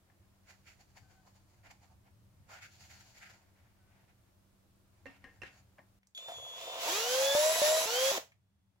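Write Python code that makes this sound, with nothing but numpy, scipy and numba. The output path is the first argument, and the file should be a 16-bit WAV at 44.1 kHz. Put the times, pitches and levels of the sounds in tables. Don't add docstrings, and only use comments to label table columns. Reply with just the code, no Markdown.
import sys
import numpy as np
from scipy import signal
from scipy.fft import rfft, irfft, next_fast_len
from scipy.io import wavfile
from scipy.ndimage import uniform_filter1d
from numba import njit

SR = 44100
rng = np.random.default_rng(int(sys.argv[2]) if len(sys.argv) > 2 else 0)


def wrap_up_sound(samples):
    columns = np.atleast_2d(samples).T
    tamed = np.clip(columns, -1, 1)
    steps = np.round(tamed * 32767).astype(np.int16)
    wavfile.write(sys.argv[1], SR, steps)


N = 388060
T = np.arange(N) / SR


# t/s, rotor speed f/(turns a second)
CREEP = [(6.15, 30), (6.6, 60), (6.77, 130.5), (6.82, 197.8), (6.89, 311.3), (6.941, 390.6), (6.992, 437.3)]
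# t/s, from f/(turns a second),
# toward f/(turns a second), time constant/s
STRETCHES = [(6.992, 437.3, 600, .245), (7.3505, 574, 661, .131), (7.6175, 585, 650, .1),
             (7.8575, 425, 580, .17)]
BRAKE_S, BRAKE_LENGTH_S = 8.1185, .081
BRAKE_HZ, BRAKE_DROP_HZ, BRAKE_POWER = 420, 130, 1.5


def speed():
    hz = np.interp(T, *np.transpose(CREEP))
    for s, start, top, tau in STRETCHES:
        rising = top - (top - start) * np.exp(-np.abs(T - s) / tau)
        hz = np.where(T >= s, rising, hz)
    braked = np.clip((T - BRAKE_S) / BRAKE_LENGTH_S, 0, 1)
    braking_hz = BRAKE_HZ - BRAKE_DROP_HZ * braked ** BRAKE_POWER
    return np.where(braked > 0, braking_hz, hz), braked


# f/(turns a second), level/dB before the mix
WHINE = [(130, -150), (198, -82), (274, -75), (311, -50), (468, -42), (530, -30.5), (566, -32.5),
         (575, -26.5), (600, -26.5), (612, -30.5), (624, -27.5), (636, -30), (643, -40)]
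BRAKE_WHINE_DB = -1


def rotor_whine(hz, braked, turns):
    level_db = np.interp(hz, *np.transpose(WHINE)) + BRAKE_WHINE_DB * (braked > 0) + 0.6 * walk(76)
    return np.sqrt(2) * undb(level_db) * (1 - braked ** 4) * np.sin(2 * np.pi * turns)


# multiple of the turn rate, relative level/dB at 600 turns a second,
# change/dB per 100 turns a second
ROTOR = [(2, -21, -5), (3, -12, 0), (4, -22, 3), (5, -24, -3), (6, -19, 9), (7, -23, 1), (8, -18, 4),
         (9, -16, 5), (10, -15, 9), (11, -15, 9), (12, -14, 9), (13, -20, -1), (15, -24, 8), (16, -17, 15),
         (17, -24, 8), (18, -18, 13)]
# multiple of the mesh rate, relative level/dB at 600 turns a second,
# change/dB per 100 turns a second
MESH = [(1, -12, 2), (1.5, -22, -3), (2, -19, -1), (3, -24, -1), (4, -16, -5), (5, -23, -3), (6, -17, -1),
        (7.85, -21, -3), (8, -21, -3)]
# multiple of the mesh rate, width as a share,
# relative level/dB
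MESH_BANDS = [(4, .05, -21), (6, .07, -16), (7.9, .06, -16)]
MESH_PER_TURN, TURNS_PER_CHUCK_TURN = 1.557, 40
CASE_HZ, CASE_WIDTH_HZ, CASE_DB = 3450, 500, 5
BRAKE_LINES_DB = -5


def rotor_and_mesh_lines(hz, braked, turns):
    orders = [*ROTOR, *((k * MESH_PER_TURN, db, slope) for k, db, slope in MESH)]
    lines = 0
    for k, db, slope in orders:
        gain = undb(db + 3.2 * walk(22) + slope * (hz / 100 - 6))
        entry = np.clip((hz - 140 - 35 * min(k, 6)) / 60, 0, 1)
        lines = lines + gain * entry * np.sin(2 * np.pi * k * (turns + .007 * walk(70)))
    blur = 0
    for k, width, db in MESH_BANDS:
        band = unit(sweep(rng.standard_normal(N), k * MESH_PER_TURN * hz, width))
        blur = blur + undb(db + 1.9 * walk(15)) * band
    lines = np.sqrt(2) * lines + blur * np.clip(hz / 100 - 2.5, 0, 1)
    lines = lines * undb(BRAKE_LINES_DB * (braked > 0))
    lines = lines + undb(CASE_DB) * peak(lines, CASE_HZ, CASE_WIDTH_HZ)
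    lowest = peak(lines, 900, 190)
    return lines + 2.6 * lowest * np.cos(2 * np.pi * turns / TURNS_PER_CHUCK_TURN)


# f/Hz, density/dB per Hz before the treble and creep lifts
HOUSING = [(120, -35), (200, -29), (330, -25), (600, -9), (780, -14.5), (950, -13.5), (1140, -14.5),
           (2500, -13.5), (3490, -13), (4520, -14), (6300, -11.5), (7830, -15), (8500, -30), (10800, -11),
           (12300, -22), (16000, -24)]
TREBLE_DB, TREBLE_DB_PER_100_TURNS, TREBLE_WANDER_DB = 2.5, -1.5, -0.5


def gear_rattle(hz, contact):
    teeth = 1 + 0.88 * np.exp(-(contact % 1) / 0.14)
    grit = spread(grains(2.9), grains(0.95), 0.83)
    rattle = unit(colour(grit * teeth, HOUSING)) * undb(1.6 * walk(25))
    by_speed_db = TREBLE_DB_PER_100_TURNS * np.clip(hz / 100 - 5.5, -1, 1)
    treble_db = TREBLE_DB + by_speed_db + TREBLE_WANDER_DB * walk(15)
    rattle = rattle + highpass(rattle, 8200, 6) * (undb(treble_db) - 1)
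    return rattle + undb(8.0) * peak(rattle, 2900, 1200) * np.clip(1 - hz / 350, 0, 1)


# f/Hz, width/Hz of each of two passes, level/dB against one another
GROWL = [(560, 140, -5), (670, 150, 0), (930, 350, -7)]
# f/(turns a second), relative level/dB before a trim
GROWL_BY_SPEED = [(31, -5), (36, 6), (60, 4.5), (130, 4.5), (311, -6.5), (460, -17), (650, -12.5)]
GROWL_WANDER_DB = 2.5


def gear_growl(hz, contact):
    size = undb(3 * rng.standard_normal(N // 20))[contact.astype(int)]
    beat = grains(0.4) * (0.12 + size * np.exp(-(contact % 1) / 0.15))
    growl = unit(sum(undb(db) * peak(peak(beat, f, w), f, w) for f, w, db in GROWL))
    wander_db = GROWL_WANDER_DB * walk(20) * np.clip(hz / 450, 0, 1)
    return undb(np.interp(hz, *np.transpose(GROWL_BY_SPEED)) + wander_db + 1.5) * growl


# t/s, level/dB before the trims of lines, rattle and growl
LOAD = [(6.15, -77), (6.188, -64.5), (6.306, -61), (6.448, -64), (6.79, -47.5), (6.89, -35), (7.024, -33.5),
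        (7.84, -32.5), (7.857, -36), (7.87, -33.5), (8.098, -34.5), (8.18, -36), (8.19, -73.5)]
PHASE_JUMP_TURN = .3


def drill():
    hz, braked = speed()
    join_times = [stretch[0] for stretch in STRETCHES[1:]] + [BRAKE_S]
    turns = np.cumsum(hz) / SR + PHASE_JUMP_TURN * np.searchsorted(join_times, T)
    contact = turns * MESH_PER_TURN
    load_db, = curves([LOAD], -150)
    whine = rotor_whine(hz, braked, turns)
    lines = undb(load_db - 6.0) * rotor_and_mesh_lines(hz, braked, turns)
    gears = undb(load_db) * (undb(1.5) * gear_rattle(hz, contact) + gear_growl(hz, contact))
    return whine, lines, gears


# t/s, chopping f/Hz, level/dB before the mix
CHOP = [(6.149, 3407, -47), (6.203, 3542, -51), (6.337, 3410, -48), (6.588, 3525, -48), (6.608, 3404, -58),
        (6.624, 3566, -47.5), (6.82, 3530, -50.5), (6.92, 3460, -100)]
# multiple of the chopping rate, level/dB against the fundamental
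CHOP_OVER = [(2, -10), (3, -23), (4, -14)]


def controller():
    s, hz, db = np.transpose(CHOP)
    step = np.clip(np.searchsorted(s, T) - 1, 0, None)
    phase = np.cumsum(hz[step]) / SR
    tone = 0
    for k, partial_db in [(1, 0.0096), *CHOP_OVER]:
        gain = undb(partial_db + 1.5 * walk(46))
        tone = tone + gain * np.sin(2 * np.pi * (k * phase + .04 * walk(150)))
    return np.sqrt(2) * tone * undb(np.interp(T, s, db, left=-150))


# t/s, level/dB before a 9.5 dB lift
LOW_CLICKS = [(7.35, -42.5), (7.618, -41.5)]


def low_clicks():
    return sum(undb(db + 9.5) * (T > s) * np.exp(-np.abs(T - s) / 0.00061) for s, db in LOW_CLICKS)


# t/s, peak level/dB before the mix, colour f/Hz, t60/s before filtering
CLICKS = [(6.031, -58, 2200, 0.024), (6.071, -53, 6200, 0.022), (6.148, -45, 3660, 0.044),
          (6.177, -31, 3030, 0.016), (6.283, -35.5, 680, 0.19), (6.319, -35, 666, 0.011),
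          (8.151, -27.5, 889, 0.026), (8.175, -25, 610, 0.061), (8.21, -57, 697, 0.034),
          (8.319, -55, 2000, 0.045), (8.759, -70, 800, 0.03)]


def clicks():
    out, t = np.zeros(N + SR), np.arange(SR // 8) / SR
    for (s, db, hz, t60), noise in zip(CLICKS, rng.standard_normal((len(CLICKS), len(t)))):
        burst = noise * np.exp(-np.log(1000) * t / t60)
        burst = peak(burst, hz, 0.15 * hz) + 0.1 * peak(burst, 1330, 2200)
        start = int(s * SR)
        out[start:start + len(t)] += undb(db) * burst / np.abs(burst).max()
    return out[:N]


# loudest from t/s, held/s, level/dB before the mix, dull part/dB against it,
# hiss/dB against it, resonance centre f/Hz
SCUFFS = [(0.1, .005, -77, 7, -9, 1460), (0.489, 0.021, -58, -7.5, -0.5, 2040),
          (0.676, 0.019, -58.5, -15, -1, 2460), (0.809, 0.0045, -68, -3, 3.5, 1880),
          (0.968, 0.0085, -64.5, -2.5, 1, 2120), (1.109, 0.0067, -64, -2, 0, 1590),
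          (1.27, 0.0091, -66.5, 6, 1.5, 1820), (1.36, .01, -70, 2, 4.5, 1660),
          (1.48, 0.056, -78, 3, 4.5, 2180), (1.66, 0.012, -58, -3.5, -5, 1750),
          (1.711, 0.003, -64.5, -2.2, .6, 2220), (1.833, 0.0035, -61, 0, 0.3, 1870),
          (1.91, 0.011, -74, 5, .1, 1560), (2.065, .01, -74.5, 2.2, -9, 1680),
          (2.506, .04, -54.5, -2, -1.2, 1270), (2.55, 0.039, -58, -5.5, -5, 1500),
          (2.628, 0.017, -51, -15.5, -3, 2100), (2.7, 0.053, -72, -13, 6, 2000),
          (2.81, 0.031, -65.5, -8, 5, 2210), (2.903, 0.0082, -57, -10, 3, 2160),
          (2.95, 0.064, -65.5, -10, 2.5, 1890), (3.15, 0.034, -63, -10, 2, 2310),
          (3.229, 0.037, -55, -12.5, -4, 1940), (3.3, 0.04, -61, -6, -0.5, 1660),
          (3.91, 0.13, -77.5, -1.2, -10.5, 1700), (4.09, .01, -71, -2.2, -8, 1790),
          (5.09, 0.017, -67.5, 2, -25, 2600), (5.15, .02, -70, -3, -9, 2550),
          (5.23, 0.011, -73, -3, -11, 1870), (5.46, 0.0083, -56, -13, -26, 1860),
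          (5.49, 0.032, -68, -10, 1, 1890), (5.58, 0.013, -74, -14, 8, 1670),
          (5.79, .003, -76, 19.5, -6, 1910)]
# t/s, level/dB before the mix, hiss/dB against it
GRIP = [
    [(0, -88, -8), (.4, -86, -1), (.6, -78, 5), (1.7, -81.5, 1.2), (2.1, -100, -5)],
    [(2.3, -94, -7), (2.5, -82, -11), (2.68, -73, 8), (3.3, -71.5, 6.5), (3.45, -76.5, -4),
     (4.0, -82.5, -12), (4.3, -86, -6)],
    [(4.93, -80, -2.2), (5.6, -72.5, 0.5), (5.65, -87, -4), (5.9, -89, -5)],
]
GRIP_DULL_DB, GRIP_HZ = -1.5, 1740
SCUFF_RISE_DB_S, SCUFF_FALL_DB_S = 591, 416


def strokes():
    grip_db, grip_hiss_db = curves(GRIP, -150)
    power = undb(2 * (grip_db + 1.9 * walk(18)))
    mix = power * np.array([GRIP_DULL_DB + 0 * T, grip_hiss_db, GRIP_HZ + 0 * T])
    for s, held, db, *tone in SCUFFS:
        rise_db = SCUFF_RISE_DB_S * np.clip(s - T, 0, 1)
        fall_db = SCUFF_FALL_DB_S * np.clip(T - s - held, 0, 1)
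        scuff_power = undb(2 * (db - rise_db - fall_db))
        power = power + scuff_power
        mix = mix + scuff_power * np.array(tone)[:, None]
    return np.sqrt(power), *(mix / power)


# f/Hz, density/dB per Hz
RUBBER = [(590, -14), (1000, -26), (1200, -4), (1370, 4.5), (1980, 1), (2150, 4), (3500, -7), (7020, -11),
          (8360, -23), (12700, -22), (16000, -23.5)]
SCUFF_SWAY_DB = 1.5


def scuffs():
    gain, dull_db, hiss_db, hz = strokes()
    slip = spread(grains(3.5), grains(2.3), 0.93) * undb(2.0 * walk(60))
    rasp = unit(colour(slip, RUBBER))
    hiss = highpass(rasp, 3000)
    low = rasp - hiss
    plastic = unit(np.array([sweep(x, hz * (1 + 0.06 * walk(30)), 0.29) for x in slip]))
    plastic = plastic * undb(-10 + 2.5 * walk(12))
    dull = unit(peak(peak(slip, 780, 510), 780, 510))
    hiss = hiss + undb(-2) * peak(hiss, 4450, 300) + undb(-2) * peak(hiss, 6900, 600)
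    layers = low + plastic + undb(hiss_db) * unit(hiss) + undb(dull_db) * dull
    return pan(gain * layers, 0.46 + SCUFF_SWAY_DB * walk(4.3))


# t/s, energy of the blow/dB before the mix, board, frame and high ring/dB against it,
# left minus right/dB, rattle time constant/s
KNOCKS = [(0.0977, -64.5, -35, -28, -29, 8, 0.023), (5.056, -44.5, -11.5, -20, -36, -8.5, 0.031),
          (5.0642, -50, -14.5, -11.5, -2, 11.5, 0.04), (5.2406, -42, -20, -28, -14, 5, 0.042),
          (5.4172, -44.5, -13, -23, 2, -6, 0.043), (5.4327, -40, -20, -38, -19, 14.5, 0.01),
          (5.783, -53, -28, -29, -20, -1, 0.0078), (5.79, -53, -12.5, -25, -35, 3, 0.0072),
          (5.801, -82, -18, -20, -27, 5, 0.016)]
# f/Hz, level/dB, t60/s
PART = [(1700, -3, .02), (1835, 0, .055), (2050, -4, .02)]
BENCH = [(562, 10, 0.023), (792, 6.5, 0.042), (1170, 13, 0.008)]
FRAME = [(279, 8.5, 0.2), (166, -19, 0.11)]
PART_HIGH = [(2420, -4, .03), (2690, 0, .065), (3900, -5, .005), (5100, -6, .005)]


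def knocks():
    blows = np.zeros((4, 2, N))
    t = np.arange(SR // 5) / SR
    noises = rng.standard_normal((len(KNOCKS), len(t)))
    for (s, db, *rel_db, pan_db, rattle_s), noise in zip(KNOCKS, noises):
        fade = np.exp(-t / 0.003) + 0.29 * np.exp(-t / rattle_s)
        blow = noise * fade * np.minimum(t / 0.0013, 1)
        blow = pan(blow, pan_db * np.ones(1)) * undb(db) / np.sqrt(np.sum(blow ** 2))
        start = int(s * SR)
        blows[:, :, start:start + len(t)] += blow * undb([0] + rel_db)[:, None, None]
    return sum(ring(blow, modes) for blow, modes in zip(blows, [PART, BENCH, FRAME, PART_HIGH]))


# t/s, length/s, mean pitch f/Hz, level/dB before the mix, octave/dB against it
SQUEAKS = [(1.023, 0.2, 760, -74, -1), (3.785, 0.14, 757, -86, 9)]
SQUEAK_FADE_S = .02


def squeak():
    wobble = np.cumsum(1 + 0.02 * walk(80)) / SR
    out = 0
    for s, length, hz, db, octave_db in SQUEAKS:
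        fade = np.clip(np.minimum(T - s, s + length - T) / SQUEAK_FADE_S, 0, 1)
        tone = np.sin(2 * np.pi * hz * wobble) + undb(octave_db) * np.sin(4 * np.pi * hz * wobble)
        out = out + fade * undb(db + 2.0 * walk(26)) * tone
    return out


ROOM_T60_S = 0.23


def room(x):
    t = np.arange(SR // 2) / SR
    mid, side = rng.standard_normal((2, len(t))) * np.exp(-np.log(1000) * t / ROOM_T60_S) * (t > .004)
    side = highpass(side, 900)
    tail = np.array([mid + side, mid - side])
    tail = tail / np.sqrt(np.mean(np.sum(tail ** 2, axis=1)))
    return signal.fftconvolve(x, tail, axes=1)[:, :N]


# f/Hz, density/dB per Hz before levelling
AIR = [(12, -36), (20, -6), (88, -1.5), (168, -20.5), (198, -7.5), (228, -14), (337, -10.5), (422, -18.5),
       (642, -15.5), (738, -21), (1150, -21), (1960, -27.5), (16000, -33.5)]
HUSH = [(12, -48), (20, -15.5), (86, 0.5), (163, -11), (198, 5.5), (234, -25), (270, -10), (367, -17.5),
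        (802, -19), (2820, -27.5), (16000, -35.5)]
HUSH_FROM_S, HUM_DROP_DB = 5.99, -14
# f/Hz, level/dB until the drop
HUM = [(96.9, -86.5), (193.8, -77)]
# t/s, level/dB before swells and wander
RUMBLE = [(0, -73), (1.8, -67.5), (2.1, -67), (3.7, -68.5), (4.0, -69.5), (5.98, -71.5), (6.0, -82),
          (6.2, -88), (6.6, -76.5), (8.8, -79)]
# t/s, peak level/dB added to the rumble's gain
SWELLS = [(1.04, -60), (2.23, -73), (2.42, -60), (2.95, -65), (3.5, -69), (3.67, -82), (5.4, -67),
          (6.4, -62)]
RUMBLE_WANDER_DB, SWELL_DB_S = 2.5, 216


def background():
    late = T > HUSH_FROM_S
    mid, side = rng.standard_normal((2, N))
    side = side - .62 * signal.sosfilt(signal.butter(1, 600, fs=SR, output="sos"), side)
    noise = np.array([mid + side, mid - side])
    air = undb(-70.5) * unit(colour(noise, AIR))
    hush = undb(-79) * unit(colour(noise, HUSH))
    wash = np.where(late, hush, air)
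    hum = sum(np.sqrt(2) * undb(db + 1.4 * walk(6.7)) * np.sin(2 * np.pi * hz * T) for hz, db in HUM)
    level = undb(np.interp(T, *np.transpose(RUMBLE)) + RUMBLE_WANDER_DB * walk(8.9))
    level = level + sum(undb(db - SWELL_DB_S * np.abs(T - s)) for s, db in SWELLS)
    shake = rng.standard_normal(N) + 0.52 * rng.standard_normal((2, N))
    rumble = unit(peak(peak(shake, 97, 55), 97, 55)) * level
    return wash + hum * undb(HUM_DROP_DB * late) + pan(rumble, np.array([1.2]))


def undb(db):
    return 10 ** (np.asarray(db) / 20)


def unit(x):
    return x / np.sqrt(np.mean(x ** 2))


def curves(tables, edge_db):
    s, *cols = np.vstack(tables).T
    inside = sum((T >= t[0][0]) & (T <= t[-1][0] + .0015) for t in tables) > 0
    cols = [np.interp(T, s, c) for c in cols]
    return [np.where(inside, cols[0], edge_db)] + cols[1:]


def colour(x, points, share=1):
    n = next_fast_len(N)
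    hz, db = np.transpose(points)
    bins_hz = np.arange(n // 2 + 1) * SR / n
    gain = undb(share * np.interp(np.log(bins_hz + 1), np.log(hz), db))
    return irfft(rfft(x, n) * gain, n)[..., :N]


def highpass(x, hz, order=2):
    return signal.sosfilt(signal.butter(order, hz, "high", fs=SR, output="sos"), x)


def peak(x, hz, width):
    return signal.lfilter(*signal.iirpeak(hz, hz / width, SR), x)


@njit
def sweep(x, hz, width):
    y, band, low = np.empty(len(x)), 0., 0.
    for i in range(len(x)):
        g = np.tan(np.pi * hz[i] / SR)
        v = (band + g * (x[i] - low)) / (1 + g * (g + width))
        band = 2 * v - band
        low = low + 2 * g * v
        y[i] = width * v
    return y


def ring(x, modes):
    out = 0
    for hz, db, t60 in modes:
        pole = np.exp(2j * np.pi * hz / SR - np.log(1000) / (t60 * SR))
        out = out + undb(db) * signal.lfilter([1], [1, -pole], x).imag
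    return out


def walk(rate):
    k = int(SR / rate)
    steps = np.repeat(rng.standard_normal(N // k + 1), k)
    return unit(uniform_filter1d(uniform_filter1d(steps, k), k)[:N])


def grains(spread_db):
    size_db = spread_db * np.minimum(rng.exponential(size=N), 5)
    return unit(rng.standard_normal(N) * undb(size_db))


def spread(x, other, share):
    side = share * highpass(other, 900)
    return np.array([x + side, x - side])


def pan(x, db):
    return x * undb(np.array([db / 2, -db / 2]))


# f/Hz, level/dB
LEAN = [(60, -10), (110, -6.5), (200, 2), (380, 0), (700, 1.5), (1290, -2), (2380, 0.5), (4400, -0.5),
        (8120, -8.5), (15000, 3.5)]
LAG_S = 0.00018


def lean(x):
    left = colour(np.interp(T - LAG_S, T, x[0]), LEAN, 0.78)
    right = colour(x[1], LEAN, -0.091)
    return np.array([left, right])


def scene():
    whine, lines, gears = drill()
    steady = whine + controller() + low_clicks()
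    tool = gears + clicks()
    near = lean(tool) + lines + scuffs() + knocks() + squeak()
    return lean([steady, steady]) + undb(-1.0) * near + undb(-8) * room(near) + background()


def record(dry):
    return signal.sosfilt(signal.ellip(10, .2, 80, 15800, fs=SR, output="sos"), dry)


dry = scene()
out = record(dry)
wrap_up_sound(out)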